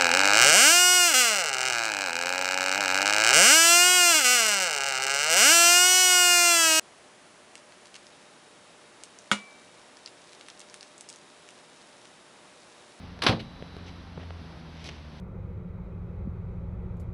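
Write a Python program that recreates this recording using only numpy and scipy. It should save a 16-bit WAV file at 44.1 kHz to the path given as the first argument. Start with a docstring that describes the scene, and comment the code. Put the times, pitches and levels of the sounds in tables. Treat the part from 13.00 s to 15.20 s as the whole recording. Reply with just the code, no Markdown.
"""A car door slams a few metres away on a paved driveway: a click, a crack and a hollow thump.
The latch rides over the striker and its impacts ring the steel frame; the door lands on its seal,
driving the low modes of skin and cabin air, and a loose part rattles briefly.
Faint knocks and shoe scuffs follow, over outdoor hiss and the drone of a distant engine slowing down."""
import sys
import numpy as np
from scipy import signal
from scipy.fft import rfft, irfft
from scipy.io import wavfile

SR = 44100
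rng = np.random.default_rng(int(sys.argv[2]) if len(sys.argv) > 2 else 0)


def int16_out(signal):
    """Quantize to a 16-bit WAV file."""
    q = np.round(np.clip(np.atleast_2d(signal).T, -1, 1) * 32767)
    wavfile.write(sys.argv[1], SR, q.astype(np.int16))


N = 97020
TIME = np.arange(N) / SR
RING_TIME = np.arange(SR * 3 // 4) / SR


def amp(db):
    """Amplitude ratio of a level in decibels."""
    return 10 ** (np.asarray(db) / 20)


def unit(x):
    """Normalisation to rms 1."""
    return x / np.sqrt(np.mean(x ** 2) + 1e-20)


def read(points, hz):
    """Interpolation on a logarithmic frequency axis."""
    points_hz, values = np.transpose(points)
    return np.interp(np.log(hz + 1), np.log(points_hz + 1), values)


def add(mix, start_s, sound):
    """Superposition of a delayed sound on the mix."""
    part = mix[round(start_s * SR):][:len(sound)]
    part += sound[:len(part)]


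def colour(x, spectrum, tilt_db=0, tilt_from_hz=1240):
    """Spectral shaping to rms 1, with the treble tilted by tilt_db per octave."""
    hz = np.fft.rfftfreq(len(x), 1 / SR)
    octaves = np.log2(np.maximum(hz / tilt_from_hz, 1))
    return unit(irfft(rfft(x) * amp(read(spectrum, hz) + tilt_db * octaves), len(x)))


def drift(rate_hz):
    """Low-pass noise: a slow random wander of rms 1."""
    hz = np.fft.rfftfreq(N, 1 / SR)
    return unit(irfft(rfft(rng.standard_normal(N)) * np.exp(-(hz / rate_hz) ** 2) * (hz > 0), N))


def fade(t60_s):
    """Exponential decay, by 60 dB in t60_s."""
    return np.exp(-np.log(1000) * RING_TIME / t60_s)


def rise(rise_s):
    """Linear attack."""
    return np.minimum(RING_TIME / rise_s, 1)


def click(envelope, spectrum, tilt_db=0):
    """A broadband transient: a noise burst is whitened, then shaped in frequency and time."""
    bins = rfft(rng.standard_normal(len(envelope)) * envelope)
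    white = irfft(bins / (abs(bins) + 1e-12), len(envelope))
    burst = colour(white, spectrum, tilt_db) * np.sqrt(envelope)
    return unit(burst) * np.sqrt(np.mean(envelope ** 2))


def dense_ring(spectrum, decay, tilt_db=0):
    """Modal overlap: crowded modes merge into noise, each octave decaying at its own rate."""
    size = len(RING_TIME)
    bins = rfft(colour(rng.standard_normal(size), spectrum, tilt_db))
    octave = np.log2(np.fft.rfftfreq(size, 1 / SR) + 1)
    centres = np.arange(5, 15)
    out = np.zeros(size)
    for centre in centres:
        band = irfft(bins * np.interp(octave, centres, centres == centre), size)
        out += band * fade(read(decay, 2. ** centre))
    return out


def modes(table):
    """Free vibration: each mode is a damped sinusoid."""
    return sum(amp(db) * fade(t60_s) * np.sin(2 * np.pi * hz * RING_TIME) for hz, db, t60_s in table)


# outdoor noise: frequency_hz, density_db
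AIR_SPECTRUM = [(12, -23), (33, 5.5), (50, -5), (70, -7.5), (130, -5), (220, -7), (400, -14.5),
                (900, -16.5), (1400, -20), (2500, -24.5), (4500, -25.5), (6500, -27), (11000, -25.5)]
AIR_DB, AIR_SWELL_DB = -47.5, 0.58
def air():
    """Ambient noise: broadband rumble and hiss under slight amplitude modulation."""
    swell = amp(AIR_DB + AIR_SWELL_DB * drift(rate_hz=3.7))
    return swell * colour(rng.standard_normal(N), AIR_SPECTRUM)


# engine speed: time_s, firing_rate_hz
ENGINE_FIRING = [(0, 86.9), (.2, 88.87), (.6, 88.04), (1.0, 86.95), (1.3, 84.4), (1.75, 80.53),
                 (2.2, 74.25)]
# engine loudness: time_s, fundamental_db, overtones_db
ENGINE_LEVELS = [(0, -45.5, -48), (.5, -56.5, -51.5), (0.849, -45.5, -52.5), (1.1, -46, -52.5),
                 (1.32, -37.5, -50), (1.55, -54.5, -49.5), (1.8, -46, -49), (2.0, -43.5, -53.5),
                 (2.2, -52, -47.5)]
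# overtones: harmonic_number, relative_db
ENGINE_HARMONICS = [(2, 1), (3, -7)]
WAVER_DB, FIRING_JITTER = 1, 0.004
HUM_HZ, HUM_DB = 63.7, -51.5
def engine():
    """Periodic firing gives harmonics that fall as the far engine slows, beside a hum of steady pitch."""
    firing_hz = np.interp(TIME, *np.transpose(ENGINE_FIRING)) * (1 + FIRING_JITTER * drift(rate_hz=11.3))
    cycles = np.cumsum(firing_hz) / SR
    time_s, fundamental_db, overtones_db = np.transpose(ENGINE_LEVELS)
    level_db = np.interp(TIME, time_s, fundamental_db) + WAVER_DB * drift(rate_hz=3.2)
    out = amp(level_db) * np.sin(2 * np.pi * cycles)
    for harmonic, relative_db in ENGINE_HARMONICS:
        level_db = np.interp(TIME, time_s, overtones_db) + relative_db + WAVER_DB * drift(rate_hz=13)
        out += amp(level_db) * np.sin(2 * np.pi * (harmonic * cycles + rng.random()))
    hum = amp(HUM_DB + WAVER_DB * drift(rate_hz=4.5)) * np.sin(2 * np.pi * HUM_HZ * TIME)
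    return out + hum


# sole on paving: centre_s, sigma_s, level_db, tilt_db_per_octave
SHOE_SCUFFS = [(0.881, 0.016, -48.5, -0.5), (1.223, 0.022, -50, -5.5), (1.866, 0.0094, -41.5, 3.5),
               (1.872, 0.096, -51, 0)]
# larger grains snapping: start_s, level_db, tilt_db_per_octave
GRIT_SNAPS = [(1.8418, -35, 6.5), (1.856, -42, 2), (1.8757, -43, 2), (1.8885, -32.5, 0),
              (1.8930, -38, -2.5)]
# crunching grit: frequency_hz, density_db
GRIT_SPECTRUM = [(100, -8), (400, 9.5), (1300, -3), (2600, 5.5), (4500, 0.5), (6500, 4), (11000, -2.5),
                 (14000, -35)]
GRAINS_PER_S, GRAIN_SPREAD_DB = 5000, 0.5
def scuffs():
    """Shot noise: grit crunches in random impulses as a sole's pressure swells and fades."""
    grains = rng.standard_normal(N) * amp(GRAIN_SPREAD_DB * np.minimum(rng.exponential(1, N), 4))
    grains *= rng.random(N) < GRAINS_PER_S / SR
    out = np.zeros(N)
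    for centre_s, sigma_s, level_db, tilt_db in SHOE_SCUFFS:
        pressure = np.exp(-.5 * ((TIME - centre_s) / sigma_s) ** 2)
        out += amp(level_db) * pressure * colour(grains, GRIT_SPECTRUM, tilt_db)
    snap_envelope = rise(0.00076) * fade(t60_s=0.033)
    for start_s, level_db, tilt_db in GRIT_SNAPS:
        add(out, start_s, amp(level_db) * click(snap_envelope, GRIT_SPECTRUM, tilt_db))
    return out


# dull knocks close by: start_s, level_db, pitch_hz, tick_relative_db, tilt_db_per_octave
SMALL_KNOCKS = [(0.1909, -35, 467, 1, 2), (0.6245, -31.5, 463, -4, -1), (0.7667, -33, 397.6, -1.5, 4.5),
                (1.1749, -32, 148, -7, -6), (1.178, -30.5, 400, -3.5, -8), (1.1980, -43, 616, 1, -8),
                (1.3065, -36, 410, 3, -1.5)]
# contact tick: frequency_hz, density_db
TICK_SPECTRUM = [(100, -3), (400, 9.5), (1500, 0), (3500, -10), (5500, -10), (11000, -11)]
KNOCK_T60_CYCLES = 7.2
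def knocks():
    """Impact excitation: each contact gives a tick and one heavily damped mode."""
    out = np.zeros(N)
    for start_s, level_db, pitch_hz, tick_db, tilt_db in SMALL_KNOCKS:
        tick = amp(tick_db) * click(fade(t60_s=0.012), TICK_SPECTRUM, tilt_db)
        body = modes([(pitch_hz, 0, KNOCK_T60_CYCLES / pitch_hz)])
        add(out, start_s, amp(level_db) * (tick - body))
    return out


# contacts of a loose part: start_s, level_db
RATTLE_HITS = [(0.3943, -39.5), (0.4000, -38), (0.4040, -48), (0.425, -54)]
# its ring: frequency_hz, density_db
RATTLE_SPECTRUM = [(200, -35), (1000, -6), (2400, 3), (3800, 3.5), (5500, -7.5), (11000, -5)]
# its damping: frequency_hz, t60_s
RATTLE_DECAY = [(1000, 0.035), (4000, 0.08), (11000, 0.13)]
def rattle():
    """Intermittent contact: a loose part chatters as the door settles."""
    out = np.zeros(N)
    for start_s, level_db in RATTLE_HITS:
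        add(out, start_s, amp(level_db) * dense_ring(RATTLE_SPECTRUM, RATTLE_DECAY))
    return out


# squeezed rubber seal: frequency_hz, density_db
SEAL_SPECTRUM = [(60, -27), (150, -10), (290, -2), (420, -14.5), (700, -11), (1100, -10.5), (1800, -16),
                 (8000, -19)]
SEAL_START_S, SEAL_DB = 0.224, -24
def seal():
    """Compliant contact: the rubber spreads the door's force in time, giving a soft, hollow push."""
    out = np.zeros(N)
    add(out, SEAL_START_S, amp(SEAL_DB) * click(rise(0.014) * fade(t60_s=0.28), SEAL_SPECTRUM))
    return out


# the door lands on its seal and rebounds: start_s, level_db
DOOR_LANDINGS = [(0.2905, -20), (0.3074, -26), (0.3250, -33)]
# door skin and cabin air: frequency_hz, relative_db, t60_s
BODY_MODES = [(85, -13.5, 0.38), (104.2, -4, 0.27), (118.6, -3, .15), (137.8, -16, 0.78),
              (172.4, -12, 0.27), (221, -12.5, 0.49), (318.2, -8, 0.27), (517, -13.5, 0.25),
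              (776, -14.5, 0.15)]
# dense panel vibration: frequency_hz, density_db
BOOM_SPECTRUM = [(25, -30), (60, -22), (110, 0.5), (200, -3), (450, -7), (700, -4.5), (1200, -21.5),
                 (3000, -13), (11000, -37)]
# panel damping: frequency_hz, t60_s
BOOM_DECAY = [(60, 0.36), (300, 0.33), (700, 0.23), (3000, 0.089)]
BOOM_RELATIVE_DB = -5.5
def thump():
    """Panel and cavity resonance: each landing sets the door skin and cabin air booming."""
    out = np.zeros(N)
    for start_s, level_db in DOOR_LANDINGS:
        boom = amp(BOOM_RELATIVE_DB) * dense_ring(BOOM_SPECTRUM, BOOM_DECAY)
        add(out, start_s, amp(level_db) * rise(0.0042) * (boom - modes(BODY_MODES)))
    return out


# latch on striker: start_s, crack_db, ring_db, tilt_db_per_octave
LATCH_CONTACTS = [(0.2194, -24.5, -31.5, 2), (0.2352, -23.5, -42, 8), (0.2640, -16, -19.5, 0),
                  (0.2750, -27, -31, -3), (0.2843, -25, -37, 1.5), (0.2930, -28.5, -44, 2.5),
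                  (0.3250, -34, -50, -6)]
# steel of latch and frame: frequency_hz, density_db
STEEL_SPECTRUM = [(40, -38), (90, -16), (150, -4), (280, -1.5), (480, 2), (750, 0.5), (1100, 5.5),
                  (1400, 0.5), (2200, 0.5), (3200, 0.5), (4600, 0.5), (6000, -6.5), (11000, -3),
                  (14000, -38)]
# its damping: frequency_hz, t60_s
STEEL_DECAY = [(100, 0.21), (400, 0.38), (1000, 0.22), (3000, 0.18), (6000, 0.23), (11000, .15)]
# distinct resonances of the frame: frequency_hz, relative_db, t60_s
DOOR_FRAME_MODES = [(1064, 2, 0.15), (1110, -4, 0.22), (1440, 0, 0.16), (1631, 3.5, 0.17),
                    (2024, -14, 0.55), (2610, -3, 0.13), (2820, -7, 0.21), (3360, -11, 0.46),
                    (3580, -2, 0.14), (3763, -25, 2.8), (3946, -20.5, 5.3), (4030, -3, 0.21),
                    (4680, -5, 0.14), (4990, -27, 0.36)]
CRACK_HOLD_S, CRACK_T60_S, FRAME_RELATIVE_DB = 0.004, 0.044, -19.5
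def latch():
    """Hard contact: each brief steel impact gives a broadband crack and leaves the frame ringing."""
    out = np.zeros(N)
    crack_envelope = np.minimum(1, amp(-60 * (RING_TIME - CRACK_HOLD_S) / CRACK_T60_S))
    for start_s, crack_db, ring_db, tilt_db in LATCH_CONTACTS:
        crack = click(crack_envelope, STEEL_SPECTRUM, tilt_db)
        frame = sum(rng.choice([-1, 1]) * modes([mode]) for mode in DOOR_FRAME_MODES)  # random polarity
        ring = dense_ring(STEEL_SPECTRUM, STEEL_DECAY, tilt_db) + amp(FRAME_RELATIVE_DB) * frame
        add(out, start_s, rise(0.002) * (amp(crack_db) * crack + amp(ring_db) * ring))
    return out


def scene():
    """Linear superposition of the slam and its quiet surroundings, in mono."""
    return (latch() + seal() + thump() + rattle() + knocks() + scuffs() + engine() + air())[None]


# recorder response: frequency_hz, gain_db
RECORDER_RESPONSE = [(20, 2), (4000, 2), (5000, -1.5), (6000, -5.5), (6700, -14.5), (7600, -16),
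                     (9300, -20.5), (10800, -15), (11400, -20.5), (11900, -43)]
# narrow treble notches: centre_hz
RECORDER_NOTCHES = [7000, 8520, 10020]
NOTCH_WIDTH_HZ, LOW_CUT_HZ, HIGH_CUT_HZ = 300, 52.5, 12100
def record(dry):
    """The recorder's linear filtering thins the bass, dulls the treble and cuts narrow notches in it."""
    hz = np.fft.rfftfreq(2 * N, 1 / SR)
    gain = amp(read(RECORDER_RESPONSE, hz))
    for centre_hz in RECORDER_NOTCHES:
        gain *= np.tanh(abs(hz - centre_hz) / NOTCH_WIDTH_HZ)
    heard = irfft(rfft(dry, 2 * N) * gain)[:, :N]
    high_pass = signal.butter(2, LOW_CUT_HZ, "high", fs=SR, output="sos")
    low_pass = signal.firwin(511, HIGH_CUT_HZ, window=("kaiser", 9), fs=SR)
    return signal.oaconvolve(signal.sosfilt(high_pass, heard), low_pass[None], "same")


dry = scene()
out = record(dry)
int16_out(out)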